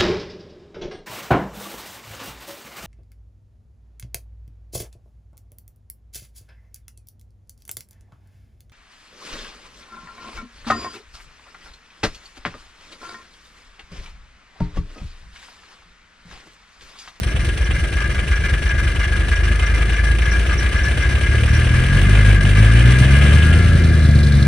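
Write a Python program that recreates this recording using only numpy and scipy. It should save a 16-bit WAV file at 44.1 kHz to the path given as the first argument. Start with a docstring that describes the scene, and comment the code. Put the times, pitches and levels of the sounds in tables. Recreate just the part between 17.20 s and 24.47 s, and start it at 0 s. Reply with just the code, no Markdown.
"""Cold V8 diesel at the tailpipe

A pickup idles outdoors with a slow, uneven lope, then its engine revs up and the fuel eases off.
Each firing rings the exhaust pipe, drives a puff of gas out of it and sends a knock through the block.
The rocking engine rattles a ringing metal part and squeaks, until the lope smooths out with speed.
A fluttering hiss and a short whine ride on top; as the fuel eases, the clatter softens and a rasp comes in.
"""
import sys
import numpy as np
from scipy import signal
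from scipy.fft import rfft, irfft
from scipy.io import wavfile
from scipy.ndimage import uniform_filter1d

SR = 44100
rng = np.random.default_rng(int(sys.argv[2]) if len(sys.argv) > 2 else 0)


def int16_out(signal):
    """Quantize to a 16-bit WAV file."""
    q = np.round(np.clip(np.atleast_2d(signal).T, -1, 1) * 32767)
    wavfile.write(sys.argv[1], SR, q.astype(np.int16))


N = 320607
TIME, FREQS = np.arange(N) / SR, np.fft.rfftfreq(N, 1 / SR)  # s, Hz

# firing rate of the whole engine: t/s, rate/Hz
FIRING_RATE = [(0.0, 23.37), (0.86, 22.6), (1.86, 24.29), (2.42, 26.5), (2.9, 27.42), (4.04, 34.69),
               (4.62, 42.17), (4.92, 51.43), (5.07, 52.08), (5.2, 47.29), (5.86, 65.6), (5.96, 69.76),
               (6.46, 84.45), (6.61, 82.69), (6.96, 73.6), (7.27, 68.98)]
# load on the engine: t/s, share/0-1
ENGINE_LOAD = [(3.3, 0), (4.0, 0.1), (4.25, 1), (4.9, 0.98)]
# one row a cylinder, in firing order: exhaust boom/dB, bark when loping/dB, bark when pulling/dB,
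# knock when loping/dB, knock when pulling/dB, hiss/dB, squeak/dB, rattle/dB
CYLINDER_LEVELS = [(-9, -7, -2, -8, 7.5, 3, -16, -11.5), (-8.5, -4, -4, 1.5, 6, 9.5, -11, -6.5),
                   (-1, -7, 1, -2.5, 4.5, -9, -3.5, -1), (-31, -13, -3.5, -1, 0, -11, -1, -2.5),
                   (-3, -2, -0.5, -10, -2, -5, -10, -6.5), (-4, -4, -0.5, -6.5, 6, 10.5, -6, -1.5),
                   (-8.5, -3.5, -0.5, -3, -0.5, 9.5, -5.5, -5.5), (-1.5, -4, 4, 1.5, 6.5, 4, -12, -5.5)]
# spells of hard ignition in one cylinder: start t/s, end t/s, peak level before the block colours it/dB
HARD_IGNITION = [(0, .68, -20), (5.95, 6.38, -16.5)]
# the loudest metal squeaks: t/s, peak level before the resonance/dB
LOUD_SQUEAKS = [(3.1094, -16), (3.3764, -14.5), (3.63, -15.5), (4.3444, -19)]
# response of the exhaust pipe: f/Hz, level/dB
PIPE_RESPONSE = [(15, -28), (30, -58), (40, -12), (49, 4), (55, 8.5), (62, 0), (76, 2.5), (88, -5),
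                 (104, 3.5), (128, -0.5), (160, -13), (210, -14.5), (255, -22), (700, -72.5)]
# colour of the gas leaving the pipe: f/Hz, level/dB
GAS_COLOUR = [(20, 4), (60, 7), (130, 9), (210, 0.5), (265, -4.5), (345, 2.5), (420, -6), (560, -7),
              (710, -9.5), (850, -31), (1100, -20), (2000, -14.5), (6000, -90)]
# colour of the combustion knock through the block: f/Hz, level/dB
BLOCK_COLOUR = [(100, -19.5), (400, 4), (700, -1.5), (900, -4.5), (1250, -3), (1900, 2.5), (2400, 4.5),
                (3000, 5.5), (3800, -7), (5000, -35), (6200, -25), (7200, -15), (9000, -14), (10000, -9.5),
                (10600, -45)]
# colour of the air and gas hiss: f/Hz, level/dB
HISS_COLOUR = [(800, 5), (3000, 8), (4200, 9), (5200, 4.5), (5750, 6.5), (6400, 4.5), (7250, -6), (8100, 2),
               (9400, 10.5), (10000, 2.5), (10500, -16), (11500, 6), (12200, -38)]
# colour of the rough gas hiss: f/Hz, level/dB
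ROUGH_COLOUR = [(2400, -21), (3000, -20.5), (3400, -7), (3900, -7), (4170, -4), (4450, -11), (5200, -13.5),
                (7000, -21)]
# modes of the rattling metal: f/Hz, width/Hz, level/dB
METAL_MODES = [(1204, 13, -13), (1265, 17, -15), (1435, 17, -15.5), (1584, 8, -6), (1644, 12, 2),
               (1692, 17, -8), (1709, 17, -6.5), (1932, 15, -13), (2025, 22, -12), (2076, 27, -8),
               (2290, 14, -9), (2352, 18, -13), (2830, 22, -16)]
# lower tone of the whine, strongest near the top of the revs: t/s, f/Hz, level/dB
WHINE_TONE = [(6.1, 1396, -40), (6.25, 1410, -23.5), (6.4, 1377, -23.5), (6.55, 1330, -28),
              (6.7, 1384, -38)]
# share of power the two microphones have in common: f/Hz, share/0-1
MIC_LIKENESS = [(60, 0.47), (250, .99), (520, 0.89), (900, 0.11), (1200, 0.56), (1640, 0.95), (2060, 0.74),
                (2700, 0.018), (3250, 0.0079), (3800, 1), (5200, 0.078), (6700, 0.083), (8500, 0.44),
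                (11000, 1)]
# level balance of the microphones: f/Hz, left minus right/dB
MIC_LEAN = [(60, -3), (200, 1.6), (400, 3.5), (700, 8.5), (1400, 5.5), (1700, 5), (2400, 0), (3600, -2.5),
            (4900, -2.5), (5650, -8), (6200, -3.5), (7300, -1.5), (8500, -2), (11000, 2)]
# phase between the microphones: f/Hz, lead of the left/rad
MIC_LEAD = [(0, -1), (300, 0.4), (750, 0.95), (1100, 1.1), (2200, -0.47), (4500, 1), (5500, 2),
            (6300, -3.1), (7100, 3.5), (8400, 6), (8900, 7.5), (10300, 9)]

# layer levels: idle/dB, per doubling of speed/dB, added while cold/dB, added once the fuel eases/dB
BOOM_DB = (47, -0.2, 0.5, -4)
BARK_DB = (31.46, 0.74, 3.3, 1.35)
RUSH_DB = (-28.5, 4, -.5, -2)
CLATTER_DB = (-34.5, 5, -2, -15)
RATTLE_DB = (-27, 2, -8, -6.5)
HISS_DB = (-41, 4.5, 2, -7)

BARK_LOAD_DB = 10  # the pulse fronts steepen under full load
RASP_DB, RASP_RISE_S = -35.5, 1.0
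FAINT_SQUEAK_DB = -20  # offset on the squeak column
IDLE_HZ, START_TURN = 23, .14  # firings per second; firings already turned at the start
WARM_S = 0.98  # the cold-start changes in layer level have faded out by then
EASE_S, EASE_LENGTH_S = 6.046, 0.71  # the fuel eases off
STUMBLE_S, STUMBLE_WIDTH_S, STUMBLE_DB = 5.185, .016, -10  # combustion drops out briefly
UNEVEN, EVENING_POWER = 1.46, 1.34  # factor on the boom dB at idle; it falls as this power of speed
LOPE_END_HZ, LOPE_STEEPNESS = 41.6, 12  # the rocking is halved at this firing rate
HARD_CYLINDER = 4  # row of the cylinder table, counted from 0
BOOM_LIMIT_DB, LIMIT_DOUBLING_DB = -11, 1  # pipe damping sets in: level at idle, rise per doubling
POP_S, POP_SIZE = 4.143, 7  # a loud chuff as the engine takes up load; size against a normal puff
RATTLE_FADE_S = 0.022  # the swing of the loose part dies away between jolts
EDGE_HZ = 12100  # everything above this frequency is cut


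def exhaust():
    """Unequal pressure pulses ring the pipe, and each drives a puff of turbulent gas out of its mouth."""
    unequal = UNEVEN / speed() ** EVENING_POWER
    times, at, (push_db, loping_db, pulling_db, *_) = firings(advance=.58, jitter=.0003)
    times = times + 0.0017  # travel down the pipe
    # no two firings burn alike, and their steep fronts vary more than their push
    luck = rng.standard_normal((len(at), 2))
    push = amp(push_db * unequal[at] + 1.0 * luck[:, 0])
    snap = amp(lope_blend(loping_db, pulling_db, at) + 1.7 * luck[:, 1])
    # the pipe's ringing is split at 88 Hz: boom below, bark above
    deep = 1 / (1 + (np.fft.rfftfreq(2 * N, 1 / SR) / 88) ** 16)
    push_ring = colour(strikes(times, push), PIPE_RESPONSE)[0]
    snap_ring = colour(strikes(times, snap), PIPE_RESPONSE)[0]
    boom = irfft(rfft(push_ring, 2 * N) * deep)[:N]
    bark = irfft(rfft(snap_ring, 2 * N) * (1 - deep))[:N]
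    load_gain = amp(BARK_LOAD_DB * curves(ENGINE_LOAD)[0])
    throb = damped(level(*BOOM_DB) * boom) + level(*BARK_DB) * load_gain * bark
    puffs = noise() * (0.24 + bursts(times + 0.0034, snap, rise=0.0039, decay=0.04))
    pop = noise() * bursts([POP_S], np.array([POP_SIZE]), rise=.001, decay=.008)
    rush = level(*RUSH_DB) * steady(colour(puffs + pop, GAS_COLOUR))
    return np.array([throb, np.zeros(N)]) + rush


def damped(boom):
    """Losses at the mouth of the pipe keep its resonance from growing without bound."""
    power = abs(uniform_filter1d(boom ** 2, SR // 3))
    limit = amp(BOOM_LIMIT_DB + LIMIT_DOUBLING_DB * np.log2(speed()))
    return boom / (1 + (power / limit ** 2) ** 2) ** (1 / 4)


def knock():
    """Each ignition is a short gritty crash in the block; one cylinder has spells of extra hard ones."""
    times, at, (_, _, _, loping_db, pulling_db, *_) = firings(advance=.17, jitter=.0008)
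    sizes = amp(lope_blend(loping_db, pulling_db, at) + 1.0 * rng.standard_normal(len(at)))
    crashes = grit(depth_db=1.3, grain=.0008) * (.22 + bursts(times, sizes, rise=.008, decay=.0075))
    clatter = level(*CLATTER_DB) * stumble() * steady(colour(crashes, BLOCK_COLOUR))
    # firings are numbered from 1, so this picks the hard cylinder once a cycle
    hard_times = times[HARD_CYLINDER - 1::len(CYLINDER_LEVELS)]
    peaks = sum(amp(db) * (hard_times > start) * (hard_times < end) for start, end, db in HARD_IGNITION)
    hard = grit(depth_db=1.1, grain=.0008) * bursts(hard_times, peaks, rise=.008, decay=.011)
    return clatter + colour(hard, BLOCK_COLOUR)


def rattle():
    """Jolts of the rocking engine, each with a rebound, set a metal part chattering in its own modes."""
    times, at, (*_, jolt_db) = firings(advance=0.3394, jitter=0.0029)
    sizes = amp(jolt_db * lope()[at] + 1.1 * rng.standard_normal(len(at)))
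    first = bursts(times, sizes, rise=0.0002, decay=0.021)
    rebound = bursts(times + 0.01964, 0.55 * sizes, rise=0.00059, decay=0.0054)
    jolts = .09 + first + rebound
    chatter = noise() * jolts
    ring = sum(amp(db) * resonate(chatter, hz, width) for hz, width, db in METAL_MODES)
    # jolt energy adds up and leaks away
    swing = np.sqrt(signal.lfilter([1], [1, -np.exp(-1 / (RATTLE_FADE_S * SR))], jolts ** 2))
    return level(*RATTLE_DB) * steady(steady(ring, spans=(.07, .04)) * swing)


def hiss():
    """Fine spitting hiss of air and gas that flutters with the firings."""
    times, at, (*_, spit_db, _, _) = firings(advance=0.14, jitter=0.001)
    spits = amp(spit_db + 2 * rng.standard_normal(len(at)))
    flutter = 2.16 + bursts(times, spits, rise=0.00083, decay=0.02)
    spitting = colour(grit(depth_db=2.5, grain=0.0042) * flutter, HISS_COLOUR)
    return level(*HISS_DB) * stumble() * steady(spitting)


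def rasp():
    """A rough hiss of gas, pulsed by the stronger cylinders, that comes in as the fuel eases."""
    times, _, (push_db, *_) = firings(advance=0.33, jitter=0.0084)
    pulses = .14 + bursts(times, amp(push_db), rise=.002, decay=.009)
    puffs = grit(depth_db=2, grain=.001) * pulses
    return amp(RASP_DB) * ramp(EASE_S, RASP_RISE_S) * steady(colour(puffs, ROUGH_COLOUR))


def squeak():
    """Chirps of metal rubbing as the engine rocks: faint at every jolt, now and then louder."""
    times, at, (*_, squeak_db, _) = firings(advance=0.43, jitter=0.0053)
    s, peak_db = np.transpose(LOUD_SQUEAKS)
    faint = bursts(times, amp(FAINT_SQUEAK_DB + squeak_db) * lope()[at], rise=.004, decay=.012)
    loud = bursts(s, amp(peak_db), rise=.008, decay=.014)
    rub = noise() * (faint + loud)
    return resonate(resonate(rub, hz=5700, width=300), hz=5700, width=300)


def whine():
    """Two faint tones, wavering in level, that sag in pitch around the top of the revs."""
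    hz, db = curves(WHINE_TONE)
    turns = np.cumsum(hz) / SR
    waver = signal.sosfilt(signal.butter(2, 18, fs=SR, output="sos"), noise())
    tones = np.sin(2 * np.pi * turns) + 0.52 * np.sin(2 * np.pi * 1.068 * turns)
    return amp(db) * tones * (0.34 + 0.08 * waver / waver.std())


def firings(advance, jitter):
    """Times (s), sample indices and cylinder columns of all firings, early by a share of the interval."""
    turns = START_TURN + np.cumsum(curves(FIRING_RATE)[0]) / SR
    number = np.arange(1, int(turns[-1]) + 1)
    times = np.interp(number - advance, turns, TIME) + jitter * rng.standard_normal(len(number))
    at = np.clip(times * SR, 0, N - 1).astype(int)
    return times, at, np.array(CYLINDER_LEVELS)[number % len(CYLINDER_LEVELS)].T


def speed():
    """Engine speed as a multiple of idle."""
    return curves(FIRING_RATE)[0] / IDLE_HZ


def lope():
    """How much the engine rocks on its mounts: near 1 at idle, near 0 at speed."""
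    return 1 / (1 + (speed() * IDLE_HZ / LOPE_END_HZ) ** LOPE_STEEPNESS)


def lope_blend(loping_db, pulling_db, at):
    """Slides each firing's dB from its loping to its pulling value as the rocking stops."""
    return pulling_db + lope()[at] * (loping_db - pulling_db)


def level(idle_db, doubling_db, cold_db, eased_db):
    """A layer's gain from engine speed, cold start and easing of the fuel."""
    cold = cold_db * (1 - ramp(0, WARM_S))
    eased = eased_db * ramp(EASE_S, EASE_LENGTH_S)
    return amp(idle_db + doubling_db * np.log2(speed()) + cold + eased)


def stumble():
    """Gain of the clatter and hiss, dipping once as combustion drops out briefly."""
    return amp(STUMBLE_DB * np.exp(-((TIME - STUMBLE_S) / STUMBLE_WIDTH_S) ** 2))


def ramp(start, length):
    """Rises from 0 to 1 over the given seconds."""
    return np.clip((TIME - start) / length, 0, 1)


def amp(db):
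    """Decibels to gain."""
    return 10 ** (np.asarray(db) / 20)


def curves(table):
    """Each column of a timed table, sample by sample."""
    s, *columns = np.transpose(table)
    return [np.interp(TIME, s, c) for c in columns]


def read(points, hz):
    """A spectrum table on a log-frequency axis."""
    f, value = np.transpose(points)
    return np.interp(np.log(hz + 1), np.log(f + 1), value)


def steady(x, spans=(.35, .17)):
    """Evens the rms to about 1 over the given seconds, keeping the faster throb inside them."""
    power = np.atleast_2d(x ** 2).mean(0)
    for seconds in spans:
        power = uniform_filter1d(power, int(seconds * SR))
    return x / np.sqrt(abs(power) + 1e-20)


def colour(x, points, size=16384):
    """Causal minimum-phase filter with the given spectrum, so that it rings after each blow."""
    cepstrum = np.fft.irfft(np.log(amp(read(points, np.fft.rfftfreq(size, 1 / SR)))))
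    # fold the cepstrum onto positive time
    cepstrum[1:size // 2] *= 2
    cepstrum[size // 2 + 1:] = 0
    taps = irfft(np.exp(rfft(cepstrum)))[:size // 2]
    return signal.oaconvolve(np.atleast_2d(x), taps[None], axes=1)[:, :N]


def resonate(x, hz, width):
    """One mode with a peak gain of 1."""
    return signal.lfilter(*signal.iirpeak(hz, hz / width, fs=SR), x)


def noise():
    """Two unrelated white noises."""
    return rng.standard_normal((2, N))


def grit(depth_db, grain):
    """Noise whose level wanders at random from one grain (s) to the next."""
    knots = np.arange(0, TIME[-1] + grain, grain)
    wander = np.interp(TIME, knots, rng.standard_normal(N)[:len(knots)])
    return noise() * amp(depth_db * wander)


def strikes(times, sizes):
    """A train of single-sample clicks."""
    train, at = np.zeros(N), np.round(np.asarray(times) * SR).astype(int)
    inside = (at >= 0) & (at < N)
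    np.add.at(train, at[inside], sizes[inside])
    return train


def bursts(times, sizes, rise, decay):
    """An envelope that swells and dies (s) after each time."""
    t = TIME[:SR // 4]
    shape = (1 - np.exp(-t / rise)) * np.exp(-t / decay)
    return signal.oaconvolve(strikes(times, sizes), shape / shape.max())[:N]


def microphones(pair):
    """Two microphones whose likeness, balance and phase depend on frequency."""
    a, b = rfft(pair)
    same = np.clip(read(MIC_LIKENESS, FREQS), 0, 1)
    lean, lead = amp(read(MIC_LEAN, FREQS) / 2), read(MIC_LEAD, FREQS)
    left = a * lean
    right = (np.sqrt(same) * a + np.sqrt(1 - same) * b) * np.exp(-1j * lead) / lean
    return irfft(np.array([left, right]), N)


def scene():
    """All parts of the truck, heard by the two microphones without any room."""
    return microphones(exhaust() + knock() + rattle() + hiss() + squeak() + rasp() + whine())


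def record(dry):
    """Rounds off the highest peaks, then cuts everything above the band edge."""
    rounded = dry / (1 + (dry / .95) ** 8) ** (1 / 8)
    band = signal.firwin(511, EDGE_HZ, window=("kaiser", 9), fs=SR)
    return signal.oaconvolve(rounded, band[None], "same")


dry = scene()
out = record(dry)
int16_out(out)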